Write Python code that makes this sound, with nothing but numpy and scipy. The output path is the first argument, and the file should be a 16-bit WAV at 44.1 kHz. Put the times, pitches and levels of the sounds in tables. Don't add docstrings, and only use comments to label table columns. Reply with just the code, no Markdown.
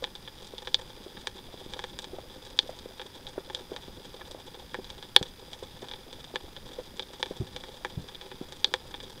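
import sys
import numpy as np
from scipy import signal
from scipy.fft import rfft, irfft
from scipy.io import wavfile

SR = 44100
rng = np.random.default_rng(int(sys.argv[2]) if len(sys.argv) > 2 else 0)


def generate_wav(signal):
    frames = np.transpose(np.atleast_2d(signal))
    scaled = np.clip(frames, -1, 1) * 32767
    pcm = np.round(scaled).astype(np.int16)
    wavfile.write(sys.argv[1], SR, pcm)


N = 405700

# frequency_hz, level_db
WATER_SPECTRUM = [(20, -27.5), (45, -31), (110, -34.5), (280, -38.5), (650, -49), (1400, -50),
                  (2600, -52.5), (5500, -56.5), (7500, -62), (11000, -61), (15500, -64)]
# pitch_hz, width_hz, rms_db
WHINE_PARTIALS = [(4875, 140, -64.5), (5040, 550, -68), (9530, 460, -73), (14360, 410, -75)]
SNAP_CENTRES_HZ = [750, 1900, 3600, 8000]
# pitch_hz, width_hz, gain_db
CASE_MODES = [(375,31,20.5), (507,51,21.5), (817.5,65,20), (932,144,16.5), (1732,175,11), (2300,180,7),
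              (3323,362,20), (3521,361,22), (3870,485,12.5), (4340,30,6), (4656,430,5.5), (5775,207,6.5),
              (6044,720,0), (8460,1560,-6), (9620,510,-8.5)]
# start_s, level_db, pitch_hz, rise_cycles
POP_EVENTS = [(0.023,-27.5,506,1.4), (0.536,-31.5,467,.8), (1.062,-31,377,1), (1.5412,-30.5,338,0.37),
              (1.662,-32,258,0.3), (1.7614,-30.5,510,1.06), (2.13,-31.5,372,1.9), (2.1848,-27.5,590,0.94),
              (2.6923,-26.5,590,0.92), (2.8576,-30,420,.6), (3.3788,-21,456,0.72), (3.717,-25.5,400,0.88),
              (3.8814,-33,394,0.52), (4.3474,-27.5,540,0.5), (4.7874,-26,358,0.68), (5.212,-21,380,0.54),
              (5.2135,-24,130,.3), (5.6251,-29,458,1.16), (5.8273,-28.5,388,0.82), (6.3391,-29,445,0.8),
              (6.7855,-27.5,494,1.55), (7.309,-25,377,0.75), (7.4,-18,114,.65), (7.4103,-23.5,262,0.51),
              (7.9715,-21,117.5,0.58), (8.4122,-23.5,257,0.43)]
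# start_s, level_db, extra_body_db, extra_treble_db
SNAP_EVENTS = [(0.041,-3.5,-0.5,-14.5), (0.1523,-15.5,-9,-8), (0.276,-17,1,-18), (0.4694,-23,-24,7),
               (0.5811,-12,-11,-8), (0.6727,-10.5,4.5,-17), (0.744,7,-10,-10), (1.1707,-21,4.5,-19),
               (1.2713,-7,6,1.5), (1.7358,-11.5,0.5,-4), (1.7918,-15,8.5,-1), (1.8399,-15,10.5,-1),
               (1.989,-12.5,0.5,6.5), (2.02,-24.5,-14,9), (2.043,-14,-1,-4), (2.4508,-25.5,2,8.5),
               (2.5896,8,-6.5,-12), (2.789,-18.5,-6,0), (2.9958,-16.5,7,-17), (3.0154,-16.5,4,-6),
               (3.2676,-13,-9,-19), (3.499,-21,10,-5), (3.5478,-5,-8,-5), (3.763,-13,4,-4),
               (4.2102,-24.5,13.5,-16), (4.3117,-20.5,-2,8), (4.7439,-17.5,18,-1), (4.8441,-16.5,-8,-7),
               (4.9019,-17,-0.5,1), (5.0262,-18,2,-4), (5.1632,16,-1,-20), (5.2278,-9.5,0.5,3.5),
               (5.5319,-15,-1,-1.5), (5.885,-18,-1.5,-4), (5.9129,-15,1.5,-11), (5.936,-14,-1.5,-16),
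               (6.1282,-18,0.5,-1), (6.2422,-19.5,1,-2), (6.3578,-6.5,7,-9), (6.5644,-14.5,-1.5,-15),
               (6.995,-7,1,-12), (7.0234,-15,-13,-9), (7.228,-2,3.5,-6.5), (7.259,-16,1.5,-6),
               (7.563,-11,0,-5), (7.6371,-21.5,10,-1), (7.848,-14,16,-1.5), (8.0864,-19.5,3.5,-10),
               (8.1472,-13,-13,-16), (8.2121,-19,3,-6), (8.3151,-20.5,8.5,-11), (8.523,-17.5,0.5,3),
               (8.6444,7,-7,-11), (8.739,-2.5,10,-2), (8.9413,-13,3,-22), (9.002,-19,1,-6)]


def amp(db):
    return 10 ** (np.asarray(db) / 20)


def unit_energy(x):
    return x / np.sqrt(np.sum(x ** 2) + 1e-20)


def add(track, start_s, sound):
    start = int(np.clip(round(start_s * SR), 0, N))
    track[start:start + len(sound)] += sound[:N - start]


def pulse(spectrum, size=512):
    hz, db = np.transpose(spectrum)
    grid_hz = np.maximum(np.arange(size // 2 + 1) * SR / size, 1)
    magnitude = amp(np.interp(np.log(grid_hz), np.log(hz), db))
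    cepstrum = irfft(np.log(magnitude))
    cepstrum[1:size // 2] *= 2
    cepstrum[size // 2 + 1:] = 0
    return irfft(np.exp(rfft(cepstrum)))


def resonate(x, hz, width_hz):
    radius = np.exp(-np.pi * width_hz / SR)
    feedforward = np.array([1, 0, -1]) * (1 - radius ** 2) / 2
    feedback = [1, -2 * radius * np.cos(2 * np.pi * hz / SR), radius ** 2]
    return signal.lfilter(feedforward, feedback, x + 1e-18)


def water(heave_db=2, heave_hz=9, rumble_hz=250):
    noise = signal.fftconvolve(rng.standard_normal(N), pulse(WATER_SPECTRUM, size=8192))[:N]
    rumble = signal.sosfilt(signal.butter(1, rumble_hz, fs=SR, output="sos"), noise)
    heave = signal.sosfilt(signal.butter(2, heave_hz, fs=SR, output="sos"), rng.standard_normal(N))
    heave_gain = amp(heave_db * np.sqrt(N) * unit_energy(heave))
    return noise + rumble * (heave_gain - 1)


def camera_whine():
    out = np.zeros(N)
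    for hz, width_hz, rms_db in WHINE_PARTIALS:
        band = resonate(rng.standard_normal(N), hz, width_hz)
        partial = resonate(band, hz, width_hz)
        out += amp(rms_db) * np.sqrt(N) * unit_energy(partial)
    return out


def snap_pulse(bass_db, body_db, treble_db):
    return pulse(list(zip(SNAP_CENTRES_HZ, [bass_db, body_db, 0, treble_db])))


def far_shrimp(per_s=500, level_db=-44.5, spread_db=4):
    clicks = (rng.random(N) < per_s / SR) * rng.choice([-1, 1], N)
    gains = amp(level_db + spread_db * np.minimum(rng.exponential(1, N), 3))
    return signal.fftconvolve(clicks * gains, snap_pulse(bass_db=-1, body_db=-3, treble_db=-2))[:N]


def case(x, notch_depth=0.61):
    rings = sum((-1) ** k * amp(gain_db) * resonate(x, hz, width_hz)
                for k, (hz, width_hz, gain_db) in enumerate(CASE_MODES))
    return rings - notch_depth * resonate(rings, hz=2690, width_hz=200)


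def water_path(click, scatter_db, echo_s=0.0059, echo_db=-2, decay_s=0.0088, size=2048):
    t = np.arange(size) / SR
    reflections = unit_energy(rng.standard_normal(size) * np.exp(-t / decay_s))
    echo_sample = int(echo_s * rng.uniform(.95, 1.05) * SR)
    reflections[echo_sample] += amp(echo_db)
    path = amp(scatter_db) * unit_energy(reflections)
    path[0] = 1
    return signal.fftconvolve(click, unit_energy(path))


def shrimp_colony(per_s=24, level_db=-27.5, spread_db=4, colour_db=8):
    out = np.zeros(N)
    for when, strength, bass, body, treble in rng.uniform(-1, 1, (int(per_s * N / SR), 5)):
        click = snap_pulse(bass_db=-2 + colour_db * bass,
                           body_db=-2 + colour_db * (bass + body) / 2,
                           treble_db=-1 + colour_db * treble)
        snap = amp(level_db + spread_db * strength) * water_path(click, scatter_db=4)
        add(out, (when + 1) / 2 * N / SR, snap)
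    return out


def pop(level_db, hz, rise_s, grit_db=-9, grit_ratio=1.32, linger=2.12, size=4096):
    age = np.arange(size) / SR / rise_s
    envelope = (age * np.exp(1 - age)) ** 2
    tone = envelope * np.sin(2 * np.pi * (hz * rise_s * age + rng.random()))
    band = signal.butter(2, grit_ratio * hz * np.array([1 / 3, 4 / 3]), "band", fs=SR, output="sos")
    grit = np.sqrt(size / 2) * unit_energy(signal.sosfilt(band, rng.standard_normal(size)))
    grit_envelope = age / linger * np.exp(1 - age / linger)
    return amp(level_db) * (tone + amp(grit_db) * grit * grit_envelope)


def pops_and_thumps(faint_per_s=19, faint_db=-44, spread_db=3.5, faint_hz=370, gain_db=-3):
    bursts = np.zeros(N)
    for start_s, level_db, hz, rise_cycles in POP_EVENTS:
        add(bursts, start_s, pop(level_db, hz, rise_s=rise_cycles / hz))
    for when, strength, octave in rng.uniform(-0.84, 1, (int(faint_per_s * N / SR), 3)):
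        faint = pop(faint_db + spread_db * strength, faint_hz * 2 ** octave, rise_s=0.0031)
        add(bursts, (when + 1) / 2 * N / SR, faint)
    ringing = resonate(bursts, hz=382, width_hz=32) + resonate(bursts, hz=508, width_hz=30)
    return amp(gain_db) * (bursts + ringing)


def near_shrimp(close_db=2, crack_db=-4):
    out = np.zeros(N)
    for start_s, level_db, body_db, treble_db in SNAP_EVENTS:
        clearness_db = level_db + 0.23 * body_db + 0.29 * treble_db
        scatter_db = -11 - 0.54 * clearness_db
        bass_db = -5 + 0.89 * body_db + 0.58 * scatter_db
        snap = amp(level_db) * water_path(snap_pulse(bass_db, body_db, treble_db), scatter_db)
        if level_db > close_db:
            snap = snap + amp(crack_db) * resonate(snap, hz=4550, width_hz=700)
        add(out, start_s, snap)
    return out


def scene():
    shrimp = case(near_shrimp() + shrimp_colony() + far_shrimp())
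    return (shrimp + pops_and_thumps() + camera_whine() + water())[None]


def record(dry, cutoff_hz=15600):
    clipped = np.clip(dry, -1, 1)
    return signal.sosfilt(signal.ellip(10, .1, 80, cutoff_hz, fs=SR, output="sos"), clipped)


dry = scene()
out = record(dry)
generate_wav(out)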